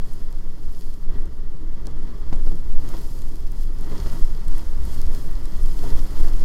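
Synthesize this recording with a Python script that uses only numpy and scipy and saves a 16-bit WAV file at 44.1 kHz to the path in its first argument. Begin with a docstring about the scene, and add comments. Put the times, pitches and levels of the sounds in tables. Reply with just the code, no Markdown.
"""Night blizzard on a security camera

Wind blows against an outdoor camera with one microphone. Eddies buffet the port and thump the mount;
gusts roar in the hollow housing and now and then knock it. Blown snow hisses on the shell, and
single ice pellets tick against it. The resonances of the housing colour both wind and snow."""
import sys
import numpy as np
from scipy import signal
from scipy.fft import rfft, irfft
from scipy.io import wavfile
from scipy.ndimage import uniform_filter1d

SR = 44100
rng = np.random.default_rng(int(sys.argv[2]) if len(sys.argv) > 2 else 0)


def wav_record(signal):
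    """Record a signal, one row per channel, as 16-bit PCM in the file named by sys.argv[1]."""
    frames = np.transpose(np.atleast_2d(signal))
    bounded = np.clip(frames, -1, 1)
    # unit amplitude maps onto the largest positive 16-bit level
    quanta = np.round(bounded * 32767).astype(np.int16)
    wavfile.write(sys.argv[1], SR, quanta)


N = 284004
T = np.arange(N) / SR


def undb(db):
    """Amplitude grows tenfold with every 20 dB."""
    return 10 ** (np.asarray(db) / 20)


def contour(table):
    """Linear interpolation joins rows of time and level into a curve."""
    return np.interp(T, *np.transpose(table))


def swell(peak_s, rise_s, fall_s):
    """A raised-cosine envelope climbs from 0 to 1 and falls back."""
    return np.sin(np.pi / 2 * np.interp(T, [peak_s - rise_s, peak_s, peak_s + fall_s], [0, 1, 0])) ** 2


def add(out, start_s, sound):
    """Superposition: a sound adds to the pressure already there."""
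    i = max(int(start_s * SR), 0)
    out[i:i + len(sound)] += sound[:N - i]


def steady(x, seconds):
    """Division by the running rms evens out swells longer than the given time."""
    size = int(seconds * SR)
    return x / np.sqrt(uniform_filter1d(uniform_filter1d(x * x, size), size) + 1e-12)


def turbulence(flutter_db, flutter_hz):
    """Amplitude modulation: noise swells and sinks at random as eddies pass."""
    hz = np.arange(N // 2 + 1) * SR / N
    noise = rng.standard_normal(N)
    flutter = irfft(rfft(rng.standard_normal(N)) * hz / (hz + 2) / (1 + (hz / flutter_hz) ** 4), N)
    noise *= undb(flutter_db * flutter / flutter.std())
    return noise / noise.std()


# Resonances of the housing and its mount. Each row: frequency in Hz, width in Hz, lift in dB.
HOUSING_MODES = [(123, 31, 3.5), (167.3, 12.3, 9), (242, 16.5, 4), (283.4, 18.3, 6), (324.9, 14.4, 8.5),
                 (412.5, 25, 6), (513, 8.7, 1), (522.4, 9.2, 9.5), (929, 30, 6.5), (1005, 54, 1.5),
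                 (1170, 19, 4), (1403, 27, 3.5), (1695, 23, 6), (1914, 64, 7), (2830, 91, -1.5),
                 (3315, 33, 8), (4280, 110, 5), (4686, 42, 5.5), (5080, 150, 6), (5480, 120, 2.5),
                 (6880, 890, 3), (12900, 570, 4)]
def through_housing(x, spectrum, band_hz):
    """Resonance adds peaks to a smooth spectrum; the rms of white input reappears within the band."""
    hz = np.maximum(np.arange(N // 2 + 1) * SR / N, 1)
    points_hz, points_db = np.transpose(spectrum)
    db = np.interp(np.log(hz), np.log(points_hz), points_db)
    db += sum(lift / (1 + (2 * (hz - centre) / width) ** 2) for centre, width, lift in HOUSING_MODES)
    inside = (hz > band_hz[0]) & (hz < band_hz[1])
    gain = undb(db) / np.sqrt(np.mean(inside * undb(db) ** 2))
    # Minimum phase: the shell rings after a blow, never before.
    cepstrum = irfft(np.log(gain), N)
    cepstrum[1:N // 2] *= 2
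    cepstrum[N // 2 + 1:] = 0
    return irfft(rfft(x) * np.exp(rfft(cepstrum)), N)


# Hiss of the snow between flurries. Each row: time in seconds, level in dB.
SNOW_LEVELS = [(0, -62), (.55, -66), (1.45, -69), (2.2, -66.5), (2.7, -63.5), (3.35, -61), (3.75, -64),
               (4.4, -60.5), (5.4, -60.5), (6.44, -55.5)]
# Flurries. Each row: peak time, rise and fall in seconds, lift in dB.
SNOW_FLURRIES = [(.12, 0.074, 0.11, 4), (.83, 0.34, 0.28, 7), (1.16, 0.09, 0.1, 3), (2.48, 0.15, 0.14, 5.5),
                 (2.99, 0.31, 0.43, 7), (3.6, 0.059, 0.1, 6.5), (4.13, 0.51, 0.29, 8),
                 (4.56, 0.084, 0.2, 3.5), (4.9, 0.13, 0.31, 7.5), (5.16, 0.071, 0.19, 6.5),
                 (5.92, 0.68, 0.28, 5), (6.25, 0.14, 0.056, 5)]
def snow_load():
    """Independent impacts add in power, so the level of the hiss (dB) rises in each flurry."""
    flurry_db = sum(lift * swell(peak, rise, fall) for peak, rise, fall, lift in SNOW_FLURRIES)
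    return contour(SNOW_LEVELS) + flurry_db


def drift(level_db, grains_per_s, size_spread_db, grain_db):
    """Shot noise: single grains stand out of a smooth stream, more often when the snow is thick."""
    chance = grains_per_s / SR * undb(level_db - level_db.mean())
    sizes = undb(size_spread_db * np.minimum(rng.exponential(size=N), 6))
    grains = (rng.random(N) < chance) * sizes * rng.choice([-1, 1], N)
    stream = turbulence(flutter_db=1.27, flutter_hz=35) + undb(grain_db) * grains / grains.std()
    return stream / stream.std() * undb(level_db)


# Spectra of fine and of coarse snow. Each row: frequency in Hz, relative density in dB.
POWDER_SPECTRUM = [(2000, -24), (5000, -1.5), (8000, 3), (11000, 3.5), (13300, 2), (15000, -1), (16000, -8)]
COARSE_SPECTRUM = [(800, -15), (2400, -4.5), (3000, 0.5), (3800, -1.5), (4600, 3), (6200, -2), (8000, -11),
                   (11000, -14), (16000, -30)]
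def snow(powder_db, airflow_db, powder_ref_db=-58.5):
    """Dense impacts merge into noise: powder hisses; coarse snow, lifted by wind, sizzles lower."""
    coarse_db = -57.5 + 0.63 * (powder_db - powder_ref_db) + 0.32 * airflow_db
    powder = drift(powder_db, grains_per_s=900, size_spread_db=2.0, grain_db=-9.0)
    coarse = drift(coarse_db, grains_per_s=650, size_spread_db=7.0, grain_db=-8.5)
    hiss = through_housing(powder, POWDER_SPECTRUM, (7000, 15000))
    return hiss + through_housing(coarse, COARSE_SPECTRUM, (3000, 6500))


def stray_pellets(powder_db, per_s=16, over_hiss_db=5, spread_db=3.5, centre_hz=8000, ring_db=-9):
    """Random arrivals: small pellets, harder in thick snow, in rows like those of ICE_PELLETS."""
    slots = N // 441
    slot_s = N / SR / slots
    rows = []
    for k, (falls, size, pitch) in enumerate(rng.random((slots, 3))):
        if falls < per_s * slot_s:
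            db = np.interp(k * slot_s, T, powder_db) + over_hiss_db + spread_db * (2 * size - 1)
            rows.append((k * slot_s, db, centre_hz * 2 ** ((pitch - .5) / 2), ring_db))
    return rows


# Modes of the struck shell. Each row: frequency in Hz, relative level in dB, 60 dB decay in seconds.
SHELL_RING = [(1870, -4, .014), (2700, -5, .01), (3390, 1, .013), (4240, 3.5, 0.018), (4700, -4, .016),
              (5100, 4, 0.015), (6800, 1, 0.019)]
# Pellets that stand out, and the sharp crack that opens the knock at 2.33 s. Each row: start in seconds, #
# relative level in dB, brightest pitch in Hz, ring of the shell in dB relative to the tick.
ICE_PELLETS = [(.135, -47, 7800, -13), (.3269, -46, 7500, -14), (.3586, -57, 7800, -14),
               (.8105, -45, 8000, 0), (.8612, -53, 9000, -16), (.9407, -47, 8000, -4),
               (1.2221, -48, 8000, -12), (1.2571, -50, 7200, -9), (1.8572, -47, 6000, -8),
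               (1.8699, -36, 6200, -10), (1.9893, -54, 7000, -12), (2.0288, -51, 6800, -10),
               (2.2667, -57, 7200, -6), (2.3327, -42.5, 6500, -2), (2.36, -46, 7000, -12),
               (2.5562, -49, 8000, -10), (2.8895, -40, 8200, -6), (3.0176, -44, 12000, -12),
               (3.1893, -48, 9000, -7), (3.2201, -46, 6500, -1), (3.3574, -44, 9000, -14),
               (3.4048, -47, 12000, -14), (3.4766, -50, 9400, -6), (3.5195, -41.5, 12500, -18),
               (3.6347, -45, 9000, -18), (3.7872, -47, 8800, -24), (3.8103, -43.5, 7300, -1),
               (4.1205, -46, 8000, -5), (4.4816, -40, 7800, -6), (4.5816, -37.5, 11200, -20),
               (4.8535, -40, 8000, -16), (5.0164, -35, 12000, -13), (5.1482, -41, 10000, 1.5),
               (5.3129, -44, 12000, -18), (5.3866, -53, 12000, -12), (5.4562, -42.5, 10500, -1),
               (5.6328, -44, 8500, -7), (5.6598, -44.5, 8000, 3)]
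def pellets(powder_db, contact_s=.0003, chatter_s=.002, chatter_db=-15, level_db=-1.5):
    """Impact excitation: each pellet scrapes for an instant, chatters and sets the shell ringing."""
    out, t = np.zeros(N), T[:1024]
    tick_samples = .0015 * SR  # a tick has the energy of 1.5 ms of noise at its level
    envelope = np.exp(-t / contact_s) + undb(chatter_db) * np.exp(-t / chatter_s)
    for start, db, pitch_hz, ring_db in ICE_PELLETS + stray_pellets(powder_db):
        contact = rng.standard_normal(len(t)) * envelope
        tick = signal.lfilter(*signal.iirpeak(pitch_hz, Q=1.2, fs=SR), contact)
        ring = np.zeros(len(t))
        for hz, mode_db, t60 in SHELL_RING:
            detuned_hz = hz * (1 + 0.037 * rng.standard_normal())
            ring += undb(mode_db - 60 * t / t60) * np.sin(2 * np.pi * detuned_hz * t)
        sound = tick / np.linalg.norm(tick) + undb(ring_db) * ring / np.linalg.norm(ring)
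        add(out, start, sound * undb(db + level_db) * np.sqrt(tick_samples))
    return out


# Deep thumps of the mount. Each row: start in seconds, envelope peak in dB.
MOUNT_THUMPS = [(1.11, -27), (1.25, -30), (2.3, -27), (4.45, -28), (4.79, -25), (5.04, -21), (5.555, -21.5),
                (5.92, -23)]
def thumps(mount_hz=57, push_s=0.032, ring_t60=0.18):
    """Damped oscillation: a heavy eddy leans on the mount, which swings up and dies away."""
    out, t = np.zeros(N), T[:16384]
    rise = np.sin(np.pi / 2 * np.minimum(t / push_s, 1)) ** 2
    decay = undb(-60 * np.maximum(t - push_s, 0) / ring_t60)
    for start, db in MOUNT_THUMPS:
        hz = mount_hz * (1 + 0.055 * rng.standard_normal())
        add(out, start, rise * decay * undb(db) * np.sin(2 * np.pi * hz * t))
    return out


# Spectra of a knock's rattle and boom. Each row: frequency in Hz, relative density in dB.
RATTLE_SPECTRUM = [(50, -8), (150, 7), (400, 4), (720, 4), (950, -2), (1400, -5), (2000, -16), (3200, -16),
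                   (4500, -20), (9000, -28), (16000, -43)]
BOOM_SPECTRUM = [(60, -18), (130, -2), (300, 0), (500, -2), (750, -6), (1200, -22), (4000, -60)]
# Knocks. Each row: start in seconds, rattle level in dB, its 60 dB decay in seconds, push level in dB.
HOUSING_KNOCKS = [(1.869, -45, .11, -42), (2.3274, -36.5, .08, -17.5), (2.471, -39, .06, -40),
                  (2.5155, -41, .04, -29), (2.938, -39.5, .08, -37), (3.922, -46, .07, -22.5),
                  (4.0605, -35, .07, -40), (4.155, -42.5, .05, -37), (5.838, -38.5, .12, -38),
                  (6.275, -44, .05, -31)]
def knocks(push_s=.0005, rebound_s=.003, boom_db=-14, boom_t60=0.077):
    """Transient response: a gust jolts the housing, which rebounds, rattles dully and booms."""
    pushes, rattles, booms, t = np.zeros(N), np.zeros(N), np.zeros(N), T[:8192]
    push = t / push_s * np.exp(1 - t / push_s)
    rebound = t / rebound_s * np.exp(1 - t / rebound_s)
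    jolt = push - rebound * push.sum() / rebound.sum()  # no net impulse
    for start, rattle_db, t60, push_db in HOUSING_KNOCKS:
        add(pushes, start, jolt * undb(push_db))
        add(rattles, start, rng.standard_normal(len(t)) * undb(rattle_db - 60 * t / t60))
        add(booms, start, rng.standard_normal(len(t)) * undb(push_db + boom_db - 60 * t / boom_t60))
    rattles = through_housing(rattles, RATTLE_SPECTRUM, (500, 2500))
    return pushes + rattles + through_housing(booms, BOOM_SPECTRUM, (150, 800))


# Wind between gusts, building to a storm. Each row: time in seconds, relative strength in dB.
WIND_STRENGTH = [(0, -4.5), (.95, -7.5), (1.6, -6.5), (2.2, -3.5), (3.7, -5.5), (4.45, -1.5), (5.35, -0.5),
                 (6.44, 1)]
# Gusts. Each row: peak time, rise and fall in seconds, lifts of the rush and the drumming in dB.
WIND_GUSTS = [(1.13, 0.098, 0.22, 6, 5.5), (2.05, 0.57, 0.2, 2, 3), (2.33, 0.026, 0.097, 2.5, 5.5),
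              (2.52, 0.13, 0.088, -1.5, 5.5), (2.92, 0.25, 0.2, 6.5, 5), (3.2, 0.17, 0.23, 0, 2.5),
              (3.93, 0.26, 0.12, 6, 5.5), (4.07, 0.25, 0.3, 6.5, 3), (4.56, 0.18, 0.11, 3, -0.5),
              (4.95, 0.16, 0.13, 1.5, 3), (5.13, 0.072, 0.11, 2, 4.5), (5.88, 0.11, 0.22, 5, 7),
              (6.23, 0.2, 0.14, 4, 5.5)]
def airflow():
    """Flow noise follows the mean wind and its gusts: relative dB of wind, drumming and rush."""
    wind_db = contour(WIND_STRENGTH)
    drum_db, rush_db = 0.51 * wind_db, wind_db.copy()
    for peak, rise, fall, rush_lift, drum_lift in WIND_GUSTS:
        gust = swell(peak, rise, fall)
        drum_db += drum_lift * gust
        rush_db += rush_lift * gust
    return wind_db, drum_db, rush_db


# Spectra of the drumming and the rush. Each row: frequency in Hz, relative density in dB.
DRUM_SPECTRUM = [(45, -15), (80, -2), (115, 1), (200, -5.5), (330, -8.5), (420, -10), (480, -17.5),
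                 (700, -24.5), (1500, -39.5), (5000, -77)]
RUSH_SPECTRUM = [(150, 1.5), (400, -3), (600, 1.5), (800, -1.5), (1200, -0.5), (1600, -7.5), (2050, -8),
                 (2400, -16), (3200, -12.5), (5000, -21.5), (16000, -52)]
def roar(drum_db, rush_db, drum_base_db=-41, rush_base_db=-51.5):
    """Flow separation: air tearing off the housing drums on it and rushes round its edges."""
    drumming = turbulence(flutter_db=1.34, flutter_hz=22.2) * undb(drum_base_db + drum_db)
    rushing = turbulence(flutter_db=1.0, flutter_hz=34) * undb(rush_base_db + rush_db)
    rumble = through_housing(drumming, DRUM_SPECTRUM, (90, 450))
    return rumble + through_housing(rushing, RUSH_SPECTRUM, (550, 2200))


# Spectra of the diaphragm's sway and thud. Each row: frequency in Hz, relative density in dB.
SWAY_SPECTRUM = [(2, -11), (5, -6), (8.5, 1), (12, 0), (18, -7.5), (24, -17.5), (40, -67.5), (90, -100)]
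THUD_SPECTRUM = [(14, -12.5), (24, -2), (32, 1.5), (46, -12), (59, -6), (68, -15.5), (80, -28.5),
                 (160, -66), (600, -114)]
# Underlying thudding on the port. Each row: time in seconds, level in dB.
THUD_LEVELS = [(0, -35.5), (.85, -32), (1.25, -36.5), (1.7, -31), (2.6, -29.5), (3.15, -30.5), (3.7, -31),
               (4.4, -28.5), (5.0, -27), (5.5, -28), (6.44, -29)]
# Large eddies at the port. Each row: centre and length in seconds, lifts of sway and thud in dB.
PORT_EDDIES = [(1.143, 0.22, 8, 8), (1.267, 0.17, 0, 4), (2.457, 0.39, 11, 0), (2.761, 0.25, 11, 6),
               (3.37, 0.21, 0, -1), (4.035, 0.19, -3, 8.5), (4.226, 0.083, 13.5, 1),
               (4.545, 0.19, 8.5, -11), (4.83, 0.16, 5.5, 7), (5.014, .1, 3.5, 0), (5.113, 0.099, 8.5, 6.5),
               (5.373, .13, -2, 6.5), (5.637, 0.12, 6, 2), (5.954, 0.9, 5, 2.5), (6.305, 0.39, 7.5, 3)]
# Lulls in the lee. 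Each row: centre and length in seconds, drop of the thud in dB (negative lifts it).
PORT_LULLS = [(0.096, 0.11, 9), (0.457, 0.34, 12), (0.837, 0.15, 9), (1.35, 0.095, 2), (3.02, 0.2, -3),
              (3.59, .12, -4), (4.44, 0.22, 12), (5.32, 0.068, 1)]
def buffeting(wind_db):
    """Turbulent pressure: large eddies push the diaphragm to and fro; smaller ones thud on it."""
    sway_db, thud_db = -14.5 + 0.39 * wind_db, contour(THUD_LEVELS)
    for centre, length, sway_lift, thud_lift in PORT_EDDIES:
        eddy = swell(centre, length / 2, length / 2)
        sway_db += sway_lift * eddy
        thud_db += thud_lift * eddy
    for centre, length, drop in PORT_LULLS:
        thud_db -= drop * swell(centre, length / 2, length / 2)
    sway = steady(through_housing(rng.standard_normal(N), SWAY_SPECTRUM, (4, 22)), seconds=.2)
    thud = steady(through_housing(rng.standard_normal(N), THUD_SPECTRUM, (28, 78)), seconds=.08)
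    return sway * undb(sway_db) + thud * undb(thud_db)


def scene():
    """All pressures superpose at one microphone, so both channels are alike."""
    wind_db, drum_db, rush_db = airflow()
    powder_db = snow_load()
    wind = buffeting(wind_db) + roar(drum_db, rush_db)
    sound = wind + snow(powder_db, rush_db) + knocks() + thumps() + pellets(powder_db)
    return np.array([sound, sound])


def record(dry):
    """Soft saturation in the microphone rounds the largest swings; a low-pass cuts the top."""
    ceiling, top_hz = .95, 15900
    rounded = dry / (1 + (dry / ceiling) ** 6) ** (1 / 6)
    return signal.sosfilt(signal.ellip(10, .2, 80, top_hz, fs=SR, output="sos"), rounded)


dry = scene()
out = record(dry)
wav_record(out)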